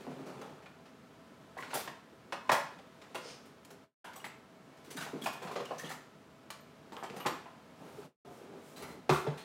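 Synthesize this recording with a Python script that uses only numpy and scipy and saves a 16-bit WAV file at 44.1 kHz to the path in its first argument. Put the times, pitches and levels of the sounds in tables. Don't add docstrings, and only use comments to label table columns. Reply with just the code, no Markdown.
import sys
import numpy as np
from scipy import signal
from scipy.fft import rfft, irfft
from scipy.io import wavfile
from scipy.ndimage import uniform_filter1d

SR = 44100
rng = np.random.default_rng(int(sys.argv[2]) if len(sys.argv) > 2 else 0)


def put_to_file(sound):
    columns = np.atleast_2d(sound).T
    safe = np.clip(columns, -1, 1)
    whole_steps = np.round(safe * 32767)
    wavfile.write(sys.argv[1], SR, whole_steps.astype(np.int16))


def how_loud(loudness_db):
    steps = np.asarray(loudness_db, float) / 20
    return 10 ** steps


N = 416304

# pitch_hz, width_hz, level_db
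DRAWER_WOOD = [(145.3, 4.63, 11), (190, 22, -0.5), (270.7, 17, 3.5), (306, 60, -5), (412, 62, -2.5)]
# freq_hz, level_db (per Hz)
STEEL_EDGE = [(4500, -3.5), (8000, -2), (16000, -8.5)]


def colour(x, table):
    hz, db = np.transpose(table)
    f = np.fft.rfftfreq(x.shape[-1], 1 / SR) + 1
    gain = how_loud(np.interp(np.log(f), np.log(hz), db))
    return irfft(rfft(x) * gain, x.shape[-1])


def level(x, db):
    return x * how_loud(db) / np.sqrt(np.mean(x ** 2))


def peak(x, db):
    return x * how_loud(db) / np.sqrt(uniform_filter1d(x ** 2, size=176).max())


def ring(hz, db, t60, size):
    t = np.arange(size)[:, None] / SR
    sign = (-1) ** np.arange(np.size(hz))
    fade = np.exp(-np.log(1000) * t / t60)
    return (sign * how_loud(db) * np.sin(2 * np.pi * hz * t) * fade).sum(axis=1)


def body(table, size=2048):
    hz, width, db = np.transpose(table)
    t = np.arange(size)[:, None] / SR
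    sign = (-1) ** np.arange(len(hz))
    modes = sign * how_loud(db) * width * np.sin(2 * np.pi * hz * t) * np.exp(-np.pi * width * t)
    return modes.sum(axis=1) * np.linspace(1, 0, size)


def contacts(shape, rate, spread_db):
    size_db = spread_db * np.minimum(rng.exponential(size=shape), 3.0)
    return (rng.random(shape) < rate / SR) * rng.standard_normal(shape) * how_loud(size_db)


def flurries(t60, rate, first, size=6144):
    t = np.arange(size) / SR
    t60 = np.clip(t60, .01, .4)[:, None]
    chatter = level(contacts((len(t60), size), rate, 0.52), 0)
    push = chatter * np.exp(-np.log(1000) * t / t60) * (1 - np.exp(-t / 0.0026))
    push[:, 0] = first
    return push


def walk(rate):
    k = int(SR / rate)
    held = np.repeat(rng.standard_normal(N // 100)[:N // k + 1], k)[:N]
    return 1.2 * uniform_filter1d(held, k)


def add(out, s, x):
    i = int(s * SR)
    out[i:i + len(x)] += x[:len(out) - i]


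def steel(push, bright_db):
    # freq_hz, level_db (per Hz)
    steel_body = [(1500, 3.5), (2300, 2), (3500, -2), (7000, -12.5), (16000, -31.5)]
    edges = level(colour(push, STEEL_EDGE), 0)
    return level(colour(push, steel_body), 0) + how_loud(bright_db - 4.5) * edges


def fridge():
    # freq_hz, level_db (per Hz)
    air_colour = [(15, -72), (25, -52.5), (74, -10), (111, -6.5), (242, -0.5), (317, -6), (354, -15),
                  (451, -7), (659, -9.5), (714, -11), (1330, -12.5), (2350, -20.5), (2990, -21),
                  (16000, -40.5)]
    # pitch_hz, level_db
    hum_lines = [(651.4, -70.5), (1012, -76), (1308, -77), (2218, -84)]
    air_db = -56.5
    t = np.arange(N) / SR
    out = level(colour(rng.standard_normal(N), air_colour), air_db - 3) * how_loud(0.7 * walk(2.2))
    for hz, db in hum_lines:
        gain = np.sqrt(2) * how_loud(db + 2.9 * walk(23))
        out = out + gain * np.sin(2 * np.pi * hz * t + 1.3 * walk(10))
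    return out


def kitchen(x, size=32768):
    # freq_hz, t60_s
    room_t60 = [(150, 0.46), (500, 0.3), (1500, 0.52), (5000, 0.45), (14000, 0.25)]
    room_db = -7
    t, echo = np.arange(size) / SR, 0
    hz, t60 = np.transpose(room_t60)
    for f in 88 * 2 ** np.arange(8.):
        octave = signal.butter(2, [f / np.sqrt(2), f * np.sqrt(2)], "band", fs=SR, output="sos")
        band = signal.sosfilt(octave, rng.standard_normal(size))
        band_t60 = np.interp(np.log(f), np.log(hz), t60)
        echo = echo + band * np.exp(-np.log(1000) * t / band_t60)
    echo = echo * np.clip((t - .003) / 0.012, 0, 1)
    power = abs(rfft(echo)) ** 2
    even = np.sqrt(uniform_filter1d(power, size=500) / uniform_filter1d(power, size=70))
    echo = irfft(rfft(echo) * even)[:-2048]
    return x + how_loud(room_db) * signal.fftconvolve(x, echo / np.sqrt(np.sum(echo ** 2)))[:N]


def cabinet():
    # start_s, boom_db, floor_db
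    booms = [
        (8.799, -67, -61),
        (8.889, -60, -64),
        (9.096, -27, -47),
        (9.27, -32, -64),
    ]
    cabinet_hz, cabinet_t60_s = 148, 0.19
    floor_hz, floor_t60_s = 76, 0.28
    out = np.zeros(N)
    for s, boom_db, floor_db in booms:
        for hz, db, t60 in ((cabinet_hz, boom_db, cabinet_t60_s), (floor_hz, floor_db, floor_t60_s)):
            cycle = int(SR / hz)
            push = np.hanning(4 * cycle) * np.sin(np.arange(4 * cycle) * 2 * np.pi / cycle)
            add(out, s, peak(signal.fftconvolve(ring(hz, 0, t60, size=16384), push), db))
    return out


def sleeve():
    # start_s, end_s, level_db
    swishes = [(7.641, 8.295, -72.5), (8.204, 8.52, -72.5), (8.545, 8.847, -69), (8.808, 8.994, -67)]
    out = np.zeros(N)
    for start, end, db in swishes:
        size = int((end - start) * SR)
        friction = colour(contacts(32768, 20000, 1.3), STEEL_EDGE)[:size]
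        add(out, start, level(friction * np.hanning(size), db))
    return out


def rustle():
    # start_s, end_s, level_db
    drag = (3.18, 3.39, -57.5)
    # pitch_hz, width_hz, level_db
    wrapper = [(5200, 570, 10), (2640, 1500, 3.5), (6000, 700, 3), (7450, 2900, -1), (8840, 1200, 1)]
    start, end, db = drag
    out, size = np.zeros(N), int((end - start) * SR)
    patter = contacts(16384, 4700, 1.5)[:size] * np.hanning(size) ** 0.81
    add(out, start, level(signal.fftconvolve(patter, body(wrapper, size=512)), db))
    return out


def sliding():
    # time_s, effort_db (over rest)
    hand = [(1.17, 2.5), (1.62, 9.5), (1.76, 26), (1.98, 2), (2.37, 7.5), (2.52, 16), (2.85, 7), (3.3, 18),
            (3.7, 0.5), (4.22, 5.5), (4.43, -1), (4.83, 12), (5.15, 15.5), (5.76, 19.5), (6.06, 7),
            (6.92, 2.5), (7.2, 20.5), (7.55, 4.5)]
    # time_s, rolling_db
    drawer_runs = [
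        [(0.0, -45), (0.055, -47.5), (0.1, -42), (0.2, -43), (0.452, -40.5), (0.78, -62), (0.9, -81.5)],
        [(7.65, -80), (7.778, -75), (7.808, -47.5), (8.05, -43.5)],
        [(8.27, -47.5), (8.59, -46.5), (8.734, -50.5), (8.83, -38), (9.05, -61), (9.37, -41.5), (9.44, -72)],
    ]
    # rest_db, slope (dB per dB of effort)
    stirred = [(-62, 0.3137), (-69, 1.0166), (-73.5, 1.1146)]
    carried = [-6.5, -3.5, -13.5]
    # pitch_hz, width_hz, level_db
    tray = [(557, 230, 17), (861, 100, 16.5), (1200, 290, 8), (1760, 290, -3.5), (2350, 200, -5.5)]
    t = np.arange(N) / SR
    effort_db = np.interp(t, *np.transpose(hand))
    run_db = np.interp(t, *np.transpose(sum(drawer_runs, [])))
    roll_gain, rub_gain, scrape_gain = (np.hypot(how_loud(rest_db + slope * effort_db), how_loud(run_db + db))
                                        for (rest_db, slope), db in zip(stirred, carried))
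    grip_db = walk(30)
    roll = signal.fftconvolve(contacts(N, 1500, 4.0), body(DRAWER_WOOD))[:N]
    rub = signal.fftconvolve(contacts(N, 5000, 5.0), body(tray))[:N]
    scrape = steel(contacts(N, 20000, 1.2), -8.5)
    out = level(roll, -3.5) * roll_gain * how_loud(2.2 * grip_db)
    out = out + level(rub, -8.5) * rub_gain * how_loud(grip_db)
    return out + scrape * scrape_gain * how_loud(grip_db - 8.0)


def thumps():
    # start_s, level_db, pitch_hz
    blows = [(0.071, -41, 253), (0.19, -35, 272), (0.277, -43, 258), (1.733, -53, 441), (1.877, -34.5, 433),
             (2.496, -33, 400), (3.258, -54, 439), (3.705, -56, 334), (4.948, -33, 281), (4.973, -32, 168),
             (5.065, -39, 428), (5.132, -27, 298), (5.151, -27, 291), (5.214, -36, 252),
             (5.446, -29.5, 185), (5.513, -32.5, 450), (5.601, -29, 450), (5.837, -30.5, 205),
             (6.505, -51, 236), (6.921, -38, 387), (7.099, -32, 196), (7.164, -39.5, 179),
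             (7.254, -23.5, 198), (7.294, -42, 409), (7.81, -45.5, 148), (8.824, -37, 435),
             (9.094, -17.5, 403), (9.124, -31, 388), (9.264, -33.5, 412)]
    t60_s = 0.11
    out, wood = np.zeros(N), np.array(DRAWER_WOOD)
    for (s, db, hz), push in zip(blows, flurries([t60_s] * len(blows), 6000, first=25.0)):
        panel_db = -9 * abs(np.log2(wood[:, 0] / hz))
        panel = body(wood + np.outer(panel_db, [0, 0, 1]))
        add(out, s, peak(signal.fftconvolve(push, panel), db - 9.5))
    return out


def clinks(size=8192):
    # pitch_hz, level_db, t60_s
    spoon = [(8400, 0, .06), (9065, 0, .12), (12640, 2, .06), (12775, 3, .075), (12900, 2, .06),
             (13690, 3, .06), (14933, 1, .065)]
    ladle = [(9065, -2, .05), (12600, 2, .04), (12775, 3, .055), (12930, 2, .04), (14100, -6, .04),
             (15200, -5, .05)]
    fork = [(5830, 2, .07), (7860, 7, .07), (8050, 5, .06), (9631, -2, .06), (10427, -3, .1),
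            (12909, -3, .08), (14104, 2, .08), (14217, 6, .06), (15149, -2, .06)]
    # start_s, peak_db
    spoon_hits = [(1.74, -43), (1.771, -45), (6.9744, -65)]
    ladle_hits = [(7.199, -54), (7.27, -51)]
    fork_hits = [(4.1566, -51), (4.2434, -61)]
    # start_s, level_db, pitch_hz, jostle_s
    pings = [(0.659, -53, 2400, 0.0068), (1.584, -48, 2000, 0.0075), (1.625, -56, 2160, 0.0042),
             (1.74, -40, 10040, 0.012), (5.708, -60, 4350, .015), (3.421, -70, 5600, .02),
             (4.242, -47, 2140, 0.0059), (4.907, -55, 6000, 0.018), (5.218, -56, 3370, 0.011),
             (5.26, -34.5, 2480, 0.0054), (5.33, -60, 11800, 0.018), (5.657, -52, 2880, 0.014),
             (5.784, -46.5, 6080, 0.011), (5.793, -51, 1830, 0.033), (5.853, -51, 2900, 0.018),
             (7.055, -60, 3100, 0.03), (5.9, -68, 9700, .03), (6.606, -69, 13650, 0.026),
             (7.205, -50.5, 2900, 0.022), (7.035, -63.5, 6000, .015), (7.035, -57, 7500, 0.0091),
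             (8.771, -59, 4100, 0.11), (9.39, -58, 4220, 0.052), (2.493, -34.5, 1900, 0.017),
             (9.096, -24.5, 375, 0.017), (4.999, -52, 1430, 0.02), (5.148, -45, 332, 0.0072)]
    out, t = np.zeros(N), np.arange(size) / SR
    for modes, hits in ((spoon, spoon_hits), (ladle, ladle_hits), (fork, fork_hits)):
        hz, db, t60 = np.transpose(modes)
        for s, hit_db in hits:
            jostle = contacts(size, 600, 3.0) * np.exp(-t / 0.022)
            rung = signal.fftconvolve(ring(hz, db, t60, size=size), jostle)
            add(out, s, peak(rung, hit_db - 1.0))
    for (s, db, hz, length), jostle in zip(pings, contacts((len(pings), size), 3400, 0.91)):
        jostle[0] = 2.6
        note = ring(hz, 0, .012 + 0.19 * length + 14 / hz, size=size)
        add(out, s, peak(signal.fftconvolve(note, jostle * np.exp(-t / length)), db))
    return out


def jangles():
    # start_s, level_db, flurry_t60_s; the whole-pieces row at 0.004 s
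    clanks = [(0.623, -51, 0.19), (0.6602, -48, .1), (0.856, -49, .14), (1.625, -40.5, 0.36),
              (1.7044, -38, 0.19), (1.7325, -34, 0.049), (1.876, -34.5, 0.06), (2.3235, -30, 0.076),
              (2.4939, -22, 0.072), (2.7878, -48.5, 0.063), (3.016, -44, 0.12), (5.471, -39, 0.21),
              (5.5573, -33, 0.17), (5.6004, -37.5, 0.078), (6.504, -39, 0.014), (6.9675, -38.5, 0.022),
              (7.0994, -44, 0.05), (7.201, -44, 0.088), (7.2654, -24.5, 0.067), (9.094, -19.5, 0.072),
              (9.2668, -40.5, 0.18)]
    whole_pieces = [(0.26, -47, 0.47), (0.416, -43, 0.048), (1.576, -43, 0.15), (2.5177, -20.5, 0.082),
                    (3.147, -33.5, 0.15), (4.0454, -43, 0.23), (4.134, -47, 0.063), (4.2445, -36.5, 0.12),
                    (4.7717, -53, 0.1), (5.008, -33, 0.31), (5.2598, -28.5, 0.13), (5.42, -41.5, 0.4),
                    (5.5132, -40.5, 0.2), (6.504, -38, 0.11), (5.8462, -41.5, 0.38), (0.004, -49, 0.4),
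                    (6.9215, -46, 0.22), (7.0334, -41.5, 0.14), (7.2615, -28, 0.07), (9.1009, -31.5, 0.88),
                    (9.375, -40, 0.28)]
    tinkles = [(1.603, -45, 0.09), (1.7417, -29, 0.22), (1.7693, -35.5, 0.28), (1.8, -40, 0.12),
               (2.519, -29.5, 0.24), (3.4544, -53, 0.14), (3.6492, -46.5, 0.045), (3.705, -46.5, 0.092),
               (4.158, -45.5, 0.25), (4.844, -51, 0.45), (4.9055, -38.5, 0.17), (4.967, -34.5, 0.21),
               (5.216, -41, 0.35), (5.2397, -34.5, 0.083), (5.3297, -42, 0.081), (5.6545, -42, 0.03),
               (5.7817, -39.5, 0.32), (5.892, -38.5, 0.23), (5.9144, -41, 0.097), (6.505, -36.5, 0.026),
               (7.1644, -42.5, 0.11), (8.763, -43.5, 0.47), (8.8245, -42, 0.11), (9.125, -35.5, 0.36)]
    out = np.zeros(N)
    for table, edge_db in ((clanks, -39), (whole_pieces, -5), (tinkles, 7)):
        chance = rng.random((len(table), 16))
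        pushes = flurries(np.array(table)[:, -1], 14000, first=4.4)
        for (s, db, _), push, spot in zip(table, pushes, chance):
            modes = .012 * ring(3000 + 12500 * spot, 0, .02, size=512)
            rung = push + signal.fftconvolve(push, modes)[:len(push)]
            add(out, s - 128 / SR, peak(steel(np.roll(rung, 128), edge_db), db - 8.0))
    return out


def drops():
    # pitch_hz, width_hz, level_db
    tray_floor = [(560, 64.5, 2), (750, 83.5, -3), (861, 45.5, 0.5), (1045, 75.5, 1.5), (1440, 64, -8),
                  (1707, 83.5, -3), (1900, 90, -8), (2160, 63, -8), (2514, 84, -11.5)]
    # start_s, level_db, pitch_hz
    bounces = [(2.4942, -20, 1010), (2.4965, -29, 2000), (2.4991, -27, 900), (2.508, -29.5, 1520),
               (2.5185, -24, 850), (2.5233, -26.5, 848), (2.532, -29, 699), (2.541, -25.5, 791),
               (2.553, -31, 1820), (2.565, -35, 900), (2.605, -43, 908), (2.62, -50, 1000),
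               (2.645, -43, 1000), (2.67, -45, 1000), (2.324, -36.5, 1150)]
    # start_s, level_db, pitch_hz, t60_s
    ticks = [(1.568, -42, 725, 0.026), (1.587, -41, 2000, 0.021), (1.587, -48, 1044, 0.059),
             (1.626, -42, 2240, 0.018), (1.633, -44.5, 1440, .04), (1.733, -34.5, 940, 0.018),
             (1.755, -40.5, 560, 0.034), (1.876, -39.5, 1030, 0.026), (1.877, -46, 1830, .02),
             (1.882, -48, 1800, 0.018), (1.906, -55, 1030, 0.029), (2.494, -32, 930, 0.022),
             (2.493, -31, 1770, 0.026), (2.494, -32, 2440, .025), (2.519, -25, 1010, .02),
             (2.551, -32, 1952, 0.03), (3.157, -47, 3270, .02), (3.3, -53, 2390, .05),
             (.355, -52, 996, .04), (4.247, -58, 11200, .04), (4.255, -63, 13600, .08),
             (4.282, -62, 7900, .05), (5.221, -45, 3320, 0.056), (5.228, -54, 3350, 0.05),
             (5.275, -50, 2550, 0.07), (5.798, -42, 1800, 0.022), (5.811, -46, 1880, 0.044),
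             (5.839, -45, 1830, 0.018), (5.845, -46, 3250, 0.027), (5.873, -49, 3480, .03),
             (5.893, -44, 1820, 0.015), (5.904, -43, 1820, .014), (5.917, -42, 1890, .016),
             (5.917, -49, 1200, 0.071), (5.903, -43.5, 756, 0.03), (5.915, -44.5, 800, 0.035),
             (6.505, -47, 1140, 0.08), (7.337, -49, 1200, 0.041), (9.093, -24, 762, 0.016),
             (9.097, -27, 958, 0.05), (9.121, -31, 1023, 0.052), (9.124, -35, 1410, 0.032),
             (9.146, -31, 1390, 0.03), (9.159, -31.5, 1150, 0.034), (9.183, -39.5, 380, .05),
             (9.246, -43, 394, 0.13), (9.265, -38.5, 877, 0.069), (9.272, -34, 426, 0.077),
             (.072, -40.5, 255, 0.13), (.074, -46, 705, .04), (.096, -52, 407, 0.054),
              (.415, -61, 6230, .03), (0.406, -48.5, 432, 0.084), (.44, -49, 442, 0.13),
              (2.326, -41.5, 556, 0.085), (2.352, -50, 1250, 0.051), (2.372, -48, 1200, 0.044),
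              (2.452, -52, 1034, 0.16), (3.146, -42, 815, 0.032), (3.153, -42.5, 642, 0.12),
              (3.157, -43, 2770, 0.035), (3.162, -45, 1004, 0.055), (3.255, -47, 506, 0.046),
              (3.282, -49, 453, 0.033), (4.046, -51, 810, .03), (4.052, -53.5, 1580, .05),
              (4.16, -50, 1114, 0.034), (4.202, -54, 2890, 0.04), (4.243, -43, 2020, 0.022),
              (4.245, -44.5, 840, 0.03), (4.266, -44, 887, 0.02), (4.877, -49.5, 298, 0.03),
              (4.977, -45, 3840, .03), (5.012, -46, 1510, 0.036), (5.024, -41, 1490, .03),
              (5.162, -54, 320, .04), (5.173, -49, 263, 0.046), (5.231, -42, 247, .05),
              (5.244, -52, 253, 0.061), (5.261, -29, 830, 0.01), (5.274, -45, 794, 0.022),
              (5.474, -45, 750, 0.023), (5.513, -42.5, 1045, 0.036), (5.603, -39, 1075, .02),
              (6.967, -47.5, 3150, 0.0098), (7.163, -42.5, 188, 0.12), (7.259, -34, 840, 0.034),
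              (7.269, -38, 1104, 0.039), (7.298, -41, 1130, 0.033), (7.315, -41.5, 330, 0.057),
              (7.982, -43.5, 412.5, 0.29), (8.275, -51.5, 710, 0.15), (8.762, -54, 3970, 0.035),
              (8.825, -55, 4140, .025), (8.822, -56, 10000, .06), (8.824, -63, 14300, .04)]
    # start_s, level_db, pitch_hz
    cracks = [(.0675, -42, 850), (1.6255, -43, 2300), (1.756, -42, 700), (4.2434, -38, 1900),
              (5.474, -51, 1400), (5.516, -50, 1300), (5.561, -38, 1500), (6.921, -49, 700),
              (6.923, -52, 3700), (7.0271, -35.5, 850), (7.043, -41, 1200), (7.1, -44, 2200),
              (7.205, -46, 1200), (3.1574, -37.5, 1500)]
    out, modes = np.zeros(N), np.array(tray_floor)
    for s, db, hz in bounces:
        near_db = -6 * abs(np.log2(modes[:, 0] / hz))
        add(out, s, peak(body(modes + np.outer(near_db, [0, 0, 1])), db))
    for s, db, hz, t60 in ticks:
        touch = ring(hz, 0, 9., size=int(1.5 * SR / hz) + 2)
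        add(out, s, peak(np.convolve(ring(hz, 0, t60, size=6144), touch), db))
    for s, db, hz in cracks:
        add(out, s, peak(ring(hz, 0, 6.0 / hz, size=1024), db))
    return out


def knocks():
    # start_s, level_db, pitch_hz
    tap_blows = [(0.278, -47, 473), (0.662, -48, 1430), (1.586, -36.5, 760), (1.754, -30, 700),
                 (1.877, -39, 1030), (2.324, -32, 1260), (2.545, -34, 580), (2.788, -47.5, 802),
                 (4.2445, -38, 2080), (4.25, -52, 880), (5.021, -40, 1550), (5.064, -36.5, 774),
                 (5.261, -28, 980), (5.446, -46, 580), (5.601, -34, 470), (5.709, -26.5, 590),
                 (6.504, -52, 1180), (7.027, -36.5, 1050), (7.036, -35.5, 780), (7.135, -38.5, 440),
                 (7.203, -41.5, 1070), (7.251, -31.5, 1050), (7.256, -28.5, 870), (7.266, -29, 410),
                 (7.293, -38, 1230), (7.458, -40.5, 960), (9.093, -29.5, 690), (9.1, -20.5, 980)]
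    knock_blows = [(0.067, -39, 506), (0.414, -39, 796), (1.568, -38, 720), (1.63, -52, 1410),
                   (1.732, -33, 890), (2.494, -27.5, 890), (2.518, -27, 820), (3.017, -55, 1320),
                   (3.151, -38, 675), (3.157, -37, 935), (3.705, -47.5, 660), (4.975, -35.5, 1520),
                   (5.513, -40, 463), (5.559, -28.5, 536), (5.834, -37.5, 475), (5.905, -37, 1250),
                   (6.967, -39, 861), (7.1, -40.5, 444), (7.165, -39.5, 560), (9.123, -36, 1255),
                   (9.266, -28.5, 440)]
    shove_blows = [(0.19, -44.5, 634), (3.256, -48, 450), (4.044, -42, 1410), (4.157, -45, 1120),
                   (5.132, -41, 436), (5.215, -53, 633), (5.418, -36, 820), (5.474, -39, 730),
                   (6.921, -42, 825), (7.806, -53, 850), (8.02, -57, 430), (8.4, -40, 413),
                   (8.537, -44, 417), (8.765, -56, 1500), (8.825, -42, 1500)]
    tap_t60_s, knock_t60_s, shove_t60_s = 0.11, 0.16, 0.47
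    tray_cycles = 14
    out = np.zeros(N)
    thin = signal.butter(3, 380, "high", fs=SR, output="sos")
    ladder_hz = np.geomspace(430, 3400, num=24)
    for table, t60 in ((tap_blows, tap_t60_s), (knock_blows, knock_t60_s), (shove_blows, shove_t60_s)):
        chance = rng.standard_normal((len(table), 2, 24))
        pushes = flurries([t60] * len(table), 6000, first=8.2)
        for (s, db, hz), push, (spot, size) in zip(table, pushes, chance):
            mode_hz = np.append(ladder_hz * (1 + 0.065 * spot), hz)
            mode_db = np.append(-7 * abs(np.log2(ladder_hz / hz)) + 1.2 * size, 1.0)
            modes = ring(mode_hz, mode_db, tray_cycles / (mode_hz + 300), size=1024)
            rung = signal.sosfilt(thin, signal.fftconvolve(push, modes))
            add(out, s, peak(rung, db - 6.5))
    return out


def scene():
    mic_low_hz = 136
    near = kitchen(knocks() + drops() + thumps() + jangles() + clinks() + rustle() + sliding() + sleeve())
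    low_cut = signal.butter(4, mic_low_hz, "high", fs=SR, output="sos")
    mono = signal.sosfilt(low_cut, near) + fridge() + cabinet()
    return np.array([mono, mono])


def low_pass(x):
    return signal.sosfilt(signal.butter(12, 16410, fs=SR, output="sos"), x)


def record(dry):
    # start_s, silence_s, back_s
    fades = [
        (3.838, 3.95, 4.045),
        (8.056, 8.16, 8.251),
    ]
    fade_db_per_s, top_hz = -390, 15800
    t, gain = np.arange(N) / SR, 1
    for start, off, back in fades:
        fade = how_loud(fade_db_per_s * np.clip(t - start, 0, 1)) * (t < off)
        gain = gain * np.maximum(fade, np.clip((t - back) / 0.0029 + 1, 0, 1))
    top_cut = signal.ellip(10, .2, 70, top_hz, fs=SR, output="sos")
    return low_pass(signal.sosfilt(top_cut, dry * gain))


dry = scene()
out = record(dry)
put_to_file(out)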